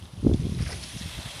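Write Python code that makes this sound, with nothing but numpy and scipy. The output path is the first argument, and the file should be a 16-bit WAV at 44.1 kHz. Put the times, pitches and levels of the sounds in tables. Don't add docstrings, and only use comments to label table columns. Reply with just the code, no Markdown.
import sys
import numpy as np
from scipy import signal
from scipy.fft import rfft, irfft
from scipy.io import wavfile
from scipy.ndimage import uniform_filter1d

SR = 44100
rng = np.random.default_rng(int(sys.argv[2]) if len(sys.argv) > 2 else 0)


def put_to_file(sound):
    columns = np.atleast_2d(sound).T
    safe = np.clip(columns, -1, 1)
    whole_steps = np.round(safe * 32767)
    wavfile.write(sys.argv[1], SR, whole_steps.astype(np.int16))


N = 61739
T = np.arange(N) / SR
FREQS = np.fft.rfftfreq(N, 1 / SR)

# t/s, level/dB, f/Hz
EDDIES = [(0.0258, -33, 81), (0.1375, -29, 124), (0.1795, -26.5, 125), (.199, -26.5, 87),
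          (0.2322, -22.5, 254), (0.25, -13, 268), (0.2695, -3, 270), (0.298, -15.5, 280),
          (0.315, -12.5, 302), (0.3319, -10.5, 104), (0.3442, -12, 225), (0.4, -17, 144),
          (0.4547, -17, 181), (0.469, -19, 247), (0.496, -21, 178), (0.5239, -18, 165), (.573, -19, 142),
          (0.6067, -15, 133), (0.629, -18, 114), (0.67, -20, 80), (0.745, -30, 80), (.966, -27.5, 167),
          (1.014, -26.5, 197), (1.06, -27, 134), (1.191, -29.5, 228), (1.262, -24.5, 120)]


def amp(db):
    return 10 ** (np.asarray(db) / 20)


def unit(x):
    return x / np.sqrt(np.mean(x ** 2) + 1e-20)


def curve(points):
    return np.interp(T, *np.transpose(points))


def colour(x, spectrum):
    hz, db = np.transpose(spectrum)
    gain = amp(np.interp(np.log(FREQS + 1), np.log(hz), db))
    return unit(irfft(rfft(x) * gain, N))


def wander(rate_hz):
    return unit(irfft(rfft(rng.standard_normal(N)) * np.exp(-(FREQS / rate_hz) ** 2), N))


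def street():
    # f/Hz, relative level/dB
    spectrum = [(30, -25), (100, 5), (300, 1), (700, -0.5), (1100, 0), (1900, -13), (3500, -15),
                (7000, -27), (10000, -32), (13000, -25), (16000, -27)]
    return amp(-56) * colour(rng.standard_normal(N), spectrum)


def turbulence(spectrum, window_samples):
    noise = colour(rng.standard_normal(N), spectrum)
    power = uniform_filter1d(abs(signal.hilbert(noise)) ** 2, window_samples)
    return unit(noise / np.sqrt(abs(power) + 0.014))


def wind():
    # t/s, level/dB
    gusts = [(0, -41.5), (.018, -60), (.03, -40.5), (.065, -46), (.09, -53), (.15, -53), (.172, -39),
             (.195, -40), (.216, -41.5), (.25, -21), (.272, -17.5), (.287, -21), (.305, -22.5), (.335, -22),
             (.355, -24.5), (.375, -33), (.398, -32.5), (.44, -27), (.49, -33), (.555, -32.5), (.61, -28),
             (.675, -36), (.705, -40.5), (.745, -36), (.82, -39.5), (.915, -48.5), (.955, -34), (.985, -47),
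             (1.05, -35.5), (1.13, -45.5), (1.19, -32.5), (1.23, -52), (1.275, -39), (1.325, -55),
             (1.37, -41.5), (1.4, -47)]
    # f/Hz, relative level/dB
    rumble_spectrum = [(20, -46), (35, 2), (52, 2.5), (72, 5), (110, 0), (170, -4), (250, -13), (350, -17),
                       (500, -30), (900, -65), (2000, -88)]
    # f/Hz, relative level/dB
    flutter_spectrum = [(60, -28), (160, -25), (260, -13.5), (360, -5), (500, -16.5), (700, -22.5),
                        (1000, -46), (1600, -52), (4000, -81)]
    gust_db = curve(gusts)
    rumble = amp(gust_db) * turbulence(rumble_spectrum, window_samples=900)
    flutter_db = -26 + 1.61 * (gust_db + 17)
    flutter = amp(flutter_db) * turbulence(flutter_spectrum, window_samples=400)
    puffs = 0.39 + sum(np.exp(-((T - at) / .006) ** 2) for at, _, _ in EDDIES)
    return rumble + puffs * flutter


def buffets(decay_cycles=0.51, cutoff_hz=1900):
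    pressure = np.zeros(N)
    for at, db, hz in EDDIES:
        cycles = (T - at) * hz
        envelope = np.exp(-np.minimum(abs(cycles) / decay_cycles, 20))
        pressure += amp(db) * envelope * np.cos(2 * np.pi * cycles)
    return irfft(rfft(pressure) * np.exp(-(FREQS / cutoff_hz) ** 2), N)


def house_fronts(x, t60=0.13, delay_s=.022):
    echoes = rng.standard_normal(N) * (rng.random(N) < 2000 / SR)
    response = echoes * (T > delay_s) * amp(-60 * T / t60)
    return signal.fftconvolve(x, response / np.linalg.norm(response))[:N]


def bubbles(per_s, low_hz, high_hz, decay_cycles, spread_db, glide, sizes=36):
    out = np.zeros(N)
    for hz in np.geomspace(low_hz, high_hz, sizes):
        age = np.arange(0, 5 * decay_cycles / hz, 1 / SR) * hz / decay_cycles
        envelope = (1 - np.exp(-8 * age)) * np.exp(-age)
        ring = envelope * np.sin(2 * np.pi * decay_cycles * age * (1 + glide * age))
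        onsets = rng.random(N) < per_s / sizes / SR
        strength = amp(spread_db * np.minimum(rng.exponential(1, N), 3.5))
        polarity = rng.choice([-1, 1], N)
        out += hz * signal.oaconvolve(onsets * polarity * strength, ring)[:N]
    return unit(out)


def clumps(x, depth_db, width_hz=500, length_s=0.029):
    f, t, spectrogram = signal.stft(x, SR, nperseg=512, noverlap=384)
    across, along = np.fft.fftfreq(len(f), f[1])[:, None], np.fft.fftfreq(len(t), t[1])
    smoothing = np.exp(-(across * width_hz) ** 2 - (along * length_s) ** 2)
    field = unit(np.fft.ifft2(np.fft.fft2(rng.standard_normal(spectrogram.shape)) * smoothing).real)
    return signal.istft(spectrogram * amp(depth_db * field), SR, nperseg=512, noverlap=384)[1][:N]


def water(rings, spectrum, mist_db, clump_db, flicker_db, flicker_hz):
    mixture = clumps(rings + amp(mist_db) * rng.standard_normal(N), clump_db)
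    return unit(colour(mixture, spectrum) * amp(flicker_db * wander(flicker_hz)))


def drops(rise_s=0.0015, decay_s=0.0012):
    # t/s, level/dB, f/Hz
    plinks = [(0.0247, -39, 3100), (0.0544, -38.5, 3730), (0.1705, -41, 3320), (0.3364, -27, 3450),
              (.433, -37, 3520), (0.4609, -38, 4060), (.5472, -32, 3950), (1.313, -28, 3220)]
    # f/Hz, relative level/dB
    tick_spectrum = [(1000, -27), (3400, 2), (9000, -26), (13000, -42)]
    tick = amp(-4) * colour(rng.standard_normal(N), tick_spectrum)
    out = np.zeros(N)
    for start, db, hz in plinks:
        age = np.maximum(T - start, 0)
        envelope = 2 * (1 - np.exp(-age / rise_s)) * np.exp(-age / decay_s)
        out += amp(db) * envelope * (np.sin(2 * np.pi * hz * age) + tick)
    return out


def churn():
    # t/s, level/dB
    levels = [(0, -63), (.55, -62.5), (.75, -51), (.93, -59), (1.1, -55), (1.22, -48.5), (1.3, -50.5),
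              (1.4, -48)]
    # f/Hz, relative level/dB
    spectrum = [(150, -38), (400, -6), (650, 7), (1100, -6), (1600, -3.5), (3000, -5), (8000, -52)]
    rings = bubbles(per_s=900, low_hz=396, high_hz=1738, decay_cycles=6, spread_db=2.0, glide=0.023)
    gurgle = water(rings, spectrum, mist_db=2.5, clump_db=0.6, flicker_db=-0.6, flicker_hz=59.3)
    return amp(curve(levels)) * gurgle


def patter():
    # t/s, level/dB
    levels = [(0, -53.5), (.12, -63), (.3, -57), (.5, -50.5), (.75, -57), (.88, -46.5), (1.02, -43.5),
              (1.12, -41), (1.25, -43), (1.4, -42)]
    # f/Hz, relative level/dB
    spectrum = [(400, -55), (1000, -2), (1450, -10), (2200, -1.5), (2420, -7), (2650, -1), (2850, -5),
                (3300, 2.5), (4100, -3), (4700, -8), (6200, -10), (7000, -13.5), (10300, -10), (12000, -15),
                (14500, -35)]
    rings = bubbles(per_s=4000, low_hz=1092, high_hz=8860, decay_cycles=6.7, spread_db=1.5, glide=0.0048)
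    rain = water(rings, spectrum, mist_db=6, clump_db=1.5, flicker_db=0.8, flicker_hz=71)
    return amp(curve(levels)) * rain


def spray():
    # t/s, level/dB
    levels = [(0, -59.5), (.15, -59), (.3, -52.5), (.45, -53), (.56, -49.5), (.62, -47), (.72, -42.5),
              (.79, -45), (.85, -43), (.99, -47.5), (1.1, -51.5), (1.4, -49)]
    # f/Hz, relative level/dB
    spectrum = [(300, -24), (1500, -8.5), (2500, -1), (3500, 0), (4200, -1), (5200, 0), (6200, -2),
                (7200, -9), (8300, -8.5), (9300, -2.5), (10200, -0.5), (11200, -9), (12300, -21),
                (15000, -29)]
    rings = bubbles(per_s=5400, low_hz=2000, high_hz=11860, decay_cycles=2.05, spread_db=1.5, glide=0.014)
    fizz = water(rings, spectrum, mist_db=1, clump_db=1.6, flicker_db=1.0, flicker_hz=88)
    return amp(curve(levels)) * fizz


def splashes(rise_s=.003, decay_s=.008, cutoff_hz=10700):
    # t/s, duration/s, level/dB, centre f/Hz, width/octaves
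    slaps = [(0.039, 0.0056, -58.5, 11000, 0.31), (0.335, .012, -47, 4460, 1.1),
             (0.6, 0.028, -54.5, 10100, 0.16), (0.694, 0.038, -50, 10200, 0.13),
             (0.583, 0.078, -46, 1470, 1.14), (0.61, 0.029, -50.5, 4900, 0.23),
             (0.661, 0.0087, -37.5, 1840, 0.44), (0.687, 0.07, -43, 500, 0.88),
             (0.695, 0.063, -46, 1990, 0.29), (0.703, 0.0033, -41, 5040, 0.15),
             (0.715, 0.02, -42, 5100, 0.15), (0.824, .024, -39.5, 3270, 0.89),
             (0.972, 0.045, -46.5, 5460, 0.26), (1.019, .012, -41, 3780, 0.21)]
    rings = bubbles(per_s=5000, low_hz=355.5, high_hz=8040, decay_cycles=3.8, spread_db=4.5, glide=0.018)
    crackle = (rings + amp(-3) * rng.standard_normal(N)) * amp(2 * wander(rate_hz=260))
    f = FREQS + 1
    spectrum = rfft(crackle) / (1 + (f / cutoff_hz) ** 8)
    out = np.zeros(N)
    for start, duration, db, hz, octaves in slaps:
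        band = np.exp(-.5 * (np.log2(f / hz) / octaves) ** 2)
        burst = irfft(spectrum * band, N)
        attack = np.clip((T - start) / rise_s, 0, 1)
        envelope = attack * np.exp(-np.maximum(T - start - 0.66 * duration, 0) / decay_s)
        rms = np.sqrt(np.average(burst ** 2, weights=envelope ** 2))
        out += amp(db) * envelope * burst / rms
    return out


def scene():
    puddle = spray() + patter() + churn() + splashes() + drops()
    return (street() + puddle + amp(-13.5) * house_fronts(puddle) + wind() + buffets())[None]


def record(dry, low_hz=44, high_hz=15450):
    f = np.fft.rfftfreq(2 * N, 1 / SR)
    high_pass = 1 - 1 / (1 + (f / low_hz) ** 6)
    x = irfft(rfft(dry, 2 * N) * high_pass, 2 * N)[:, :N]
    low_pass = signal.firwin(511, high_hz, window=("kaiser", 9), fs=SR)
    return signal.oaconvolve(x, low_pass[None], "same")


dry = scene()
out = record(dry)
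put_to_file(out)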